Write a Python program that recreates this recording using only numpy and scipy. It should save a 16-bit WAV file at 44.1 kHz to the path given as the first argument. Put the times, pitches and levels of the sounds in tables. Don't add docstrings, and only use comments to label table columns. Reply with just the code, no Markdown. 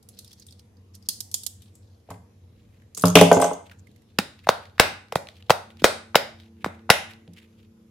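import sys
import numpy as np
from scipy import signal
from scipy.fft import rfft, irfft
from scipy.io import wavfile
from scipy.ndimage import uniform_filter1d

SR = 44100
rng = np.random.default_rng(int(sys.argv[2]) if len(sys.argv) > 2 else 0)


def master(y):
    cut = np.clip(np.atleast_2d(y).T, -1, 1)
    pcm = np.round(cut * 32767)
    wavfile.write(sys.argv[1], SR, pcm.astype(np.int16))


N = 348390

# (frequency [Hz], relative level [dB])
AIR_SPECTRUM = [(12, -63), (20, -36.5), (67, -15.5), (102, 7), (150, -21), (205, -9), (369, -21.5),
                (448, -15), (561, -23), (1450, -34), (7180, -40), (7810, -46), (11900, -41.5), (13700, -48),
                (16200, -72)]
# (frequency [Hz], left-right likeness [0-1])
AIR_LIKENESS = [(60, 0.93), (200, 1), (500, 0.29), (1200, 0.067), (4000, .05)]
# (pitch [Hz], resonator width [Hz], level [dB])
HUM_TONES = [(94, 14, -55.5), (88, 21, -57.5), (196, 6.9, -66.5), (480, 9.1, -77), (310, 8.6, -77.5)]
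# (time [s], level [dB])
DRONE_SWELL = [(4.9, -64.5), (5.57, -63.5), (5.7, -54.5), (6.3, -53), (6.9, -49.5), (7.5, -57),
               (7.9, -55.5)]
# (multiple of DRONE_HZ, relative level [dB])
DRONE_OVERTONES = [(2, -2.5), (3, -11), (4, -17)]
# (time [s], peak [dB], pitch [Hz], snap over ring [dB], left over right [dB])
PLASTIC_TICKS = [(0.027, -46.5, 11100, 14, 0), (0.0876, -36.5, 10700, -6, -7), (0.1471, -53, 4540, 3, -2.5),
                 (0.189, -28.5, 4200, 3, -4), (0.2452, -36, 3650, 3, -1), (0.277, -41, 5200, -2, -4),
                 (0.315, -40, 3400, -7, -2), (0.329, -40, 5780, -1, -5), (0.397, -40, 6550, -1, -5),
                 (0.4203, -45, 4450, -13, -15), (0.466, -37.5, 8600, -1, -1), (0.485, -40.5, 3560, -13, 0),
                 (0.508, -41, 4960, -4, 1), (0.5235, -40, 4430, -8, -10), (0.5935, -46.5, 5190, 12, -5),
                 (0.7687, -55, 4800, -15, -3), (0.9506, -37, 7260, 15, -8), (1.0251, -45, 4830, -5, 1),
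                 (1.0872, -9, 4900, 6, -4), (1.2046, -16.5, 5140, 10, -7.5), (1.3139, -28.5, 11000, 5, 3),
                 (1.3416, -9.5, 6900, 3.5, -4), (1.434, -26.5, 8440, 15, -3), (1.4638, -15, 7040, 8, -9.5),
                 (1.6196, -48, 3620, 8, 18), (1.7529, -42.5, 7760, -2, 4), (2.1041, -35.5, 7300, 8.5, 2.5),
                 (2.8194, -51, 1745, -16, -3), (2.9477, -27, 6510, -2, -4), (2.9743, -20, 8900, -9, -1),
                 (2.983, -27, 6800, -5, -1), (2.9946, -24.5, 7100, -5, 0), (3.0104, -27, 8950, -6, 3.5),
                 (3.0205, -19, 10990, -1, 1), (3.054, -9.5, 5017, 8, 0.5), (3.0684, -16, 4970, 6, 0),
                 (3.0809, -16.5, 6500, -5, -3), (3.0995, -22, 6730, -9, -5), (3.1537, 1, 5730, -1, 0.5),
                 (3.2111, -7, 3200, 14, 5), (3.3164, -18, 3590, 11, -6), (3.3284, -20, 6900, -3.5, 18),
                 (3.4002, -20.5, 8800, -7, -1), (3.4151, -12.5, 8240, -4.5, 4.5),
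                 (3.4414, -17, 6440, -10, -6), (3.4594, -25, 6300, -11, -1.5),
                 (3.5324, -28.5, 6400, -9.5, -2), (3.7145, -37, 1597, -29.5, 6.5),
                 (3.8702, -47.5, 2040, -10, -8.5), (3.914, -54.5, 3870, -1.5, -2),
                 (3.9606, -50.5, 2140, -0.5, -9.5), (4.0194, -55, 1966, -2.5, -12),
                 (5.1552, -24, 6920, 3.5, -1.5), (5.8365, -33.5, 4790, 0, -1),
                 (7.3342, -48, 3900, 9, -14.5)]
# (frequency [Hz], relative level [dB])
SNAP_SPECTRUM = [(120, -44.5), (200, -12), (1940, -33), (3130, -15.5), (3430, -8.5), (4770, -4),
                 (8120, -6.5), (8740, -5), (11700, -6), (14600, -11), (16000, -40.5)]
# (frequency [Hz], left-right likeness [0-1])
CLOSE_LIKENESS = [(350, 1), (1000, 0.8), (3000, 0.76), (5000, 0.17), (9000, 0.35)]
# (loudest time [s], 20 dB rise [s], 20 dB fall [s], level [dB], centre [Hz])
PLASTIC_SCRAPES = [(.09, .008, .065, -63, 6500), (.196, 0.093, 0.027, -54.5, 4270),
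                   (0.335, 0.2, .02, -58, 4600), (.392, 0.028, 0.21, -59.5, 4800),
                   (.596, 0.0087, 0.022, -56, 4580), (.948, 0.011, 0.032, -52, 5600),
                   (1.071, .09, 0.013, -63, 4800), (1.55, .01, .05, -67, 6600),
                   (1.637, 0.05, 0.093, -59.5, 3650), (1.756, 0.028, .06, -65, 7300),
                   (1.846, 0.09, 0.37, -70, 4300), (2.108, 0.04, 0.065, -53.5, 1610),
                   (2.6, 0.17, 0.13, -70.5, 3000), (2.8, .4, 0.063, -69.5, 1980),
                   (2.957, .006, .045, -46, 7100), (2.972, 0.012, 0.11, -36, 7060),
                   (3.34, 0.046, 0.099, -32.5, 6800), (3.435, 0.052, 0.061, -33, 6500),
                   (3.67, 0.032, 0.019, -57.5, 2800), (3.72, 0.042, .025, -50.5, 1900),
                   (3.79, .02, 0.022, -59.5, 6530), (3.864, .055, .3, -71, 3200),
                   (4.1, .04, 0.33, -70, 3240), (4.3, 0.0095, .06, -62, 2300),
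                   (4.398, 0.042, 0.021, -61.5, 2820), (4.45, 0.027, 0.024, -53, 2150),
                   (4.631, 0.013, 0.067, -52.5, 2390), (4.769, 0.022, .01, -62, 3200),
                   (5.2, 0.0086, 0.063, -60, 2400), (5.3, .03, .05, -55, 3300),
                   (5.37, 0.051, .04, -56.5, 3300), (5.41, 0.028, .02, -59.5, 2110),
                   (5.47, 0.034, 0.039, -60, 3300), (5.705, .01, .04, -60, 2040),
                   (5.79, .026, .06, -51, 2600), (6.42, 0.062, 0.066, -59, 3480),
                   (6.47, 0.068, .05, -64, 2460), (6.63, 0.055, 0.0086, -58.5, 2300),
                   (6.75, 0.0097, 0.025, -58, 1970), (6.81, 0.019, 0.045, -66, 2070),
                   (7.099, 0.0091, 0.072, -49, 1980), (7.375, 0.048, 0.12, -53.5, 2300),
                   (7.606, 0.085, .085, -62.5, 2800)]
# (time [s], knock [dB], knock pitch [Hz], rattle [dB], table ring [dB],
# hardness as tilt [dB/octave], mode favoured by the spot [Hz])
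TOY_BOUNCES = [(2.088, -37.5, 810, -59, -43.5, -0.5, 835), (2.104, -37.5, 1220, -57, -33, -11, 1145),
               (2.111, -33, 970, -61, -36.5, 10, 178), (2.974, -40.5, 1340, -41, -39, -3, 178),
               (3.0375, -8.5, 1360, -20, -6.5, -4, 177), (3.1545, -4.5, 2897, 1, 2.5, -1, 295.4),
               (3.17, -7, 1346, -9, -13, 3.5, 428), (3.186, -16, 2880, -12, -18, -3, 428),
               (3.2125, -6.5, 1080, -13.5, 1.5, -0.5, 430), (3.3145, -3, 925, -22, 1, 5.5, 500),
               (3.369, -20, 905, -25, -7.5, 1.5, 428), (3.40, -23, 915, -28, -12.5, 3.5, 835),
               (3.4225, -15.5, 920, -20.5, -8, 7, 825), (3.445, -16, 840, -50, -14, 6, 835),
               (3.5125, -25, 940, -48, -19.5, 4.5, 500), (7.277, -51.5, 870, -63, -40, -8, 132.4)]
# (frequency [Hz], relative level [dB])
SHELL_SPECTRUM = [(500, -24), (1500, -12), (2200, -5), (2900, -1), (3600, -3), (4000, -13), (7000, -15),
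                  (12000, -22), (16000, -30)]
# (frequency [Hz], relative level [dB], t60 [s])
TABLE_MODES = [(101, -17, 0.22), (130, -19.5, 0.035), (175.4, -10, 0.31), (272.7, -6.5, 0.15),
               (378, -22, .12), (430.9, -1, 0.1), (528, -7, 0.09), (610, -8.5, 0.21), (687, -9.5, 0.13),
               (825, -9.5, 0.13), (970, -8.5, 0.035), (1160, -17.5, 0.044), (1270, -16.5, 0.032),
               (1545, -22, 0.086), (2090, -26.5, 0.042)]
# (time [s], peak [dB], left over right [dB])
DULL_TICKS = [(3.697, -38.5, -0.5), (4.3365, -45.5, 0), (4.3912, -43.5, 0.5), (4.6547, -38, -1.5),
              (4.6974, -49, 1.5), (5.0842, -46.5, -1.5), (5.1557, -15, -1.5), (5.2708, -32.5, -2),
              (5.287, -28, -3), (5.4249, -38, 1), (5.7036, -39.5, 0), (5.7705, -42, 0), (6.3998, -38, -2),
              (6.4344, -47.5, -1.5), (6.5676, -59, -1), (6.793, -49.5, 0), (7.1357, -36, -3),
              (7.2774, -42.5, -3.5)]
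# (frequency [Hz], relative level [dB])
DULL_SPECTRUM = [(500, -22), (1200, -9.5), (2200, 0), (3500, 0.5), (4800, -3.5), (6000, -14.5),
                 (10000, -20), (16000, -28)]
# (time [s], level [dB],
# first pitch [Hz], last pitch [Hz], decay [s], relative crack [dB], room send [dB],
# frame mode left most free by the grip [Hz])
DOME_POPS = [(4.1878, -9.5, 2140, 200, 0.0052, 8.5, -13, 3700),
             (4.4712, -11.5, 952, 568, .0019, -13.5, -16.5, 700),
             (4.4905, 3, 2080, 463, 0.0019, -5, -13, 700), (4.782, -25, 1830, 1000, 0.0003, -10, 0.5, 2000),
             (4.7988, 5, 2820, 510, 0.0018, 4.5, -10, 717),
             (5.1238, -20, 1500, 460, 0.0041, -0.5, -13.5, 886),
             (5.1578, -5, 1190, 216, 0.0011, -10.5, -13, 800),
             (5.4975, -7.5, 1200, 331.4, .0028, -2.5, -14.5, 620),
             (5.505, 5, 2000, 478, 0.0022, -2.5, -14.5, 1900),
             (5.821, -24, 466, 148.4, .0088, -9, -22, 620),
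             (5.8432, 4.5, 2640, 419, 0.0021, 5, -10.5, 1500),
             (6.1468, -9.5, 1300, 890, 0.00071, -21.5, -24.5, 1500),
             (6.1562, 2.5, 2480, 505, 0.0022, 1.5, -12.5, 3700),
             (6.6455, -7, 1360, 805, .00037, -16, -10, 2000),
             (6.6615, -17, 1480, 175, 0.0062, -10.5, -10.5, 2000),
             (6.8938, -12.5, 1631, 491.5, 0.0022, -17, -7, 1500),
             (6.9032, 7.5, 2560, 463, 0.0014, 2.5, -12.5, 2000)]
# (frequency [Hz], relative level [dB])
CRACK_SPECTRUM = [(300, -1.5), (1500, 4.5), (3500, 4), (5000, -0.5), (7000, -11.5), (12000, -23),
                  (16000, -25.5)]
# (frequency [Hz], width [Hz], relative level [dB])
FRAME_MODES = [(590, 170, 0.5), (810, 120, -3), (1500, 230, -1.5), (1990, 370, -3.5), (2407, 200, -22),
               (3710, 240, -3.5), (4740, 280, -13)]
# (frequency [Hz], t60 [s])
ROOM_DECAY = [(100, 0.6), (300, 0.36), (800, 0.37), (2000, 0.41), (5000, 0.36), (9000, 0.36), (13000, 0.21),
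              (16000, 0.29)]
# (frequency [Hz], relative level [dB])
ROOM_SPECTRUM = [(60, -8), (300, -3.5), (1000, -4.5), (4000, -1.5), (10000, 2), (16000, -0.5)]
# (frequency [Hz], left-right likeness [0-1])
ROOM_LIKENESS = [(100, 1), (300, .93), (650, 0.3), (1400, 0.067), (3000, 0.24), (10000, 0.029)]

AIR_DB, DRONE_HZ = -57.5, 112
TICK_ROOM_DB, BOUNCE_ROOM_DB, DULL_ROOM_DB = -7.5, -3, -12.5
LOW_CUT_HZ, CLIP_LEVEL, HIGH_CUT_HZ = 75, .97, 16300


def amp(db):
    return 10 ** (np.asarray(db) / 20)


def unit_rms(x):
    return x / np.sqrt(np.mean(x ** 2) + 1e-20)


def unit_peak(x):
    return x / abs(x).max()


def curve_at(points, hz):
    f, value = np.transpose(points)
    return np.interp(np.log(hz + 1), np.log(f + 1), value)


def add(mix, start_s, sound):
    part = mix[..., round(start_s * SR):][..., :sound.shape[-1]]
    part += sound[..., :part.shape[-1]]


def pan(sound, db):
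    return sound * amp([[db / 2], [-db / 2]])


def stereo_pair(left, other, likeness):
    return np.array([left, likeness * left + np.sqrt(1 - likeness ** 2) * other])


def resonate(x, hz, width):
    carrier = np.exp(2j * np.pi * np.cumsum(hz * np.ones(len(x))) / SR)
    pole = np.exp(-np.pi * width / SR)
    return 2 * (carrier * signal.lfilter([1 - pole], [1, -pole], x / carrier)).real


def close_noise(spectrum, size):
    hz = np.fft.rfftfreq(size, 1 / SR)
    pair = stereo_pair(*rfft(rng.standard_normal((2, size))), curve_at(CLOSE_LIKENESS, hz))
    return unit_rms(irfft(pair * amp(curve_at(spectrum, hz)), size))


def room_air():
    frames, hz = N // 256 + 5, np.fft.rfftfreq(1024, 1 / SR)
    a, b, c, d, patches = rng.standard_normal((frames, 513, 5)).T
    patches = unit_rms(uniform_filter1d(uniform_filter1d(patches, size=8, axis=0), size=20, axis=1))
    bands = stereo_pair(a + 1j * b, c + 1j * d, curve_at(AIR_LIKENESS, hz)[:, None])
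    bands *= amp(curve_at(AIR_SPECTRUM, hz)[:, None] + 2 * patches)
    return amp(AIR_DB) * unit_rms(signal.istft(bands, nperseg=1024, noverlap=768)[1][:, :N])


def machine_hum():
    fuzzy = sum(amp(db) * unit_rms(resonate(resonate(rng.standard_normal(N), hz, width), hz, width))
                for hz, width, db in HUM_TONES)
    t = np.arange(N) / SR
    drone = sum(amp(db) * np.sin(2 * np.pi * k * DRONE_HZ * t) for k, db in DRONE_OVERTONES)
    swell = amp(np.interp(t, *np.transpose(DRONE_SWELL)))
    return fuzzy + np.sqrt(2) * swell * drone


def plastic_tick(db, hz, snap_db, pan_db):
    t = np.arange(3000) / SR
    t60 = .03 * np.exp(.005 * (db + 30) + .1 * np.log2(hz / 5000))
    ring = unit_rms(np.array([resonate(side, hz, .042 * hz) for side in rng.standard_normal((2, len(t)))]))
    snap = amp(snap_db) * close_noise(SNAP_SPECTRUM, len(t))
    envelope = amp(-60 * t / t60) * (1 - np.exp(-t / .00061))
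    return pan(amp(db) * unit_peak((snap + ring) * envelope), pan_db)


def plastic_scrape(top_s, rise_s, fall_s, db, hz):
    start_s, end_s = max(top_s - 1.5 * rise_s, 0), top_s + 1.5 * fall_s
    t = np.arange(start_s, end_s, 1 / SR)
    swell_db = np.interp(t, [start_s, top_s, end_s], [db - 20 * (top_s - start_s) / rise_s, db, db - 30])
    onsets = rng.random(len(t)) < 160 / SR
    grains = onsets * amp(2.9 * np.minimum(rng.exponential(1, len(t)), 3))
    roughness = .5 + signal.lfilter([1], [1, -np.exp(-1 / (.0054 * SR))], grains)
    noise = rng.standard_normal((2, len(t))) * roughness
    noise[1] = .5 * noise[0] + .88 * noise[1]
    wide = signal.sosfilt(signal.butter(2, [1500, 13000], "band", fs=SR, output="sos"), noise)
    focused = np.array([resonate(resonate(side, hz, width=2400), hz, width=2400) for side in wide])
    hiss = unit_rms(unit_rms(focused) + .29 * unit_rms(wide))
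    return start_s, amp(swell_db) * hiss * signal.windows.tukey(len(t), .1)


def toy_bounce(knock_db, knock_hz, rattle_db, ring_db, tilt_db, spot_hz):
    t = np.arange(16000) / SR
    cycles = knock_hz * .012 * (1 - np.exp(-t / .011))
    knock = unit_peak(np.sin(2 * np.pi * cycles) * t * np.exp(-t / .0021))
    rattle_envelope = (1 - np.exp(-t / .00099)) * (amp(-60 * t / .013) + .28 * amp(-60 * t / .19))
    rattle = unit_peak(close_noise(SHELL_SPECTRUM, len(t)) * rattle_envelope)
    hz, db, t60 = np.transpose(TABLE_MODES)[:, :, None]
    octaves = np.log2(hz / spot_hz)
    spot_db = 4.9 * np.exp(-(octaves / .79) ** 2)
    gains = amp(db + tilt_db * octaves + spot_db + 1.7 * rng.standard_normal(hz.shape))
    envelopes = amp(-60 * t / t60) * (1 - np.exp(-t * hz / .27))
    modes = gains * envelopes * np.sin(2 * np.pi * (hz * t + rng.random(hz.shape)))
    ring = modes.sum(0) / np.linalg.norm(gains)
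    return amp(knock_db) * knock + amp(ring_db) * ring + amp(rattle_db) * rattle


def dull_tick(db, pan_db, t60=.0083):
    t = np.arange(1000) / SR
    envelope = amp(-60 * t / t60) * (1 - np.exp(-t / .0004))
    return pan(amp(db) * unit_peak(close_noise(DULL_SPECTRUM, len(t)) * envelope), pan_db)


def dome_pop(db, first_hz, last_hz, decay_s, crack_db):
    t = np.arange(3000) / SR - .002
    after = np.maximum(t, 0)
    glide_s = 1.7 / first_hz
    hz = last_hz + (first_hz - last_hz) * np.exp(-after / glide_s)
    swing = (1 - np.exp(-after / .00021)) * np.exp(-after / decay_s)
    chirp = swing * np.sin(2 * np.pi * np.cumsum(hz * (t > 0)) / SR)
    crack_envelope = np.exp(np.minimum((t - .0008) / .0021, -(t - .0008) / .0012))
    crack = close_noise(CRACK_SPECTRUM, len(t)) * crack_envelope
    crack += close_noise(SNAP_SPECTRUM, len(t)) * np.exp(-abs(t - .001) / .00024)
    thump = np.sin(2 * np.pi * 165 * after) * after * np.exp(-after / .0019)
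    thump_db = -20 - 6.5 * np.log2(last_hz / 450)
    shake = rng.standard_normal(len(t)) * after * np.exp(-after / .0049)
    frame = sum(amp(mode_db) * resonate(shake, f, width) for f, width, mode_db in FRAME_MODES)
    frame_db = -14 + .71 * crack_db
    layers = [(0, chirp), (crack_db, crack), (thump_db, thump), (frame_db, frame)]
    return amp(db) * sum(amp(layer_db) * unit_peak(layer) for layer_db, layer in layers)


def frame_radiation(click, free_hz):
    click = np.pad(click, (0, 1500))
    ring = 0
    for hz, width, db in FRAME_MODES:
        free_db = 3.7 * np.exp(-(np.log2(hz / free_hz) / .17) ** 2)
        ring += amp(db + free_db) * resonate(click, hz, width)
    return .75 * click + .86 * ring


def wall_click(sound):
    running_power = np.cumsum(abs(rfft(sound[0], 8192)) ** 2)
    bins = np.arange(len(running_power))
    low, high = bins / 1.08 - 3, bins * 1.08 + 3
    band_power = np.interp(high, bins, running_power) - np.interp(low, bins, running_power)
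    click = irfft(np.sqrt(band_power / (high - low)))
    return np.roll(click, 256)[:512] * np.hanning(512)


def small_room(x):
    taps = np.zeros((2, 24000))
    arrivals = np.arange(260, 23980, 20) + rng.integers(0, 20, (2, 1186))
    np.put_along_axis(taps, arrivals, rng.choice([-1., 1.], arrivals.shape), axis=1)
    hz, t, sides = signal.stft(taps, SR, nperseg=512)
    hz = hz[:, None]
    bands = stereo_pair(*sides, curve_at(ROOM_LIKENESS, hz))
    bands *= amp(curve_at(ROOM_SPECTRUM, hz) - 60 * t / curve_at(ROOM_DECAY, hz))
    tail = signal.istft(bands, SR, nperseg=512)[1]
    return signal.fftconvolve(x[None], tail / np.linalg.norm(tail[0]), axes=1)[:, :N]


def scene():
    close, walls = np.zeros((2, N)), np.zeros((3, N))
    for k, (s, *row) in enumerate(PLASTIC_TICKS):
        tick = plastic_tick(*row)
        add(close, s, tick)
        add(walls[k % 3], s - .004, amp(TICK_ROOM_DB) * wall_click(tick))
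    for row in PLASTIC_SCRAPES:
        add(close, *plastic_scrape(*row))
    for k, (s, *row) in enumerate(TOY_BOUNCES):
        bounce = toy_bounce(*row)
        add(close, s, bounce)
        add(walls[k % 3], s, amp(BOUNCE_ROOM_DB) * bounce[0])
    for k, (s, *row) in enumerate(DULL_TICKS):
        tick = dull_tick(*row)
        add(close, s, tick)
        add(walls[k % 3], s - .004, amp(DULL_ROOM_DB) * wall_click(tick))
    for k, (s, *row, room_db, free_hz) in enumerate(DOME_POPS):
        pop = dome_pop(*row)
        add(close, s - .002, pop)
        add(walls[k % 3], s - .004, amp(room_db) * frame_radiation(wall_click(pop), free_hz))
    return close + sum(small_room(spot) for spot in walls) + room_air() + machine_hum()


def record(dry):
    heard = signal.sosfilt(signal.butter(2, LOW_CUT_HZ, "high", fs=SR, output="sos"), dry)
    clipped = np.clip(heard, -CLIP_LEVEL, CLIP_LEVEL)
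    high_cut = signal.firwin(255, HIGH_CUT_HZ, window=("kaiser", 7), fs=SR)
    return signal.oaconvolve(clipped, high_cut[None], "same")


dry = scene()
out = record(dry)
master(out)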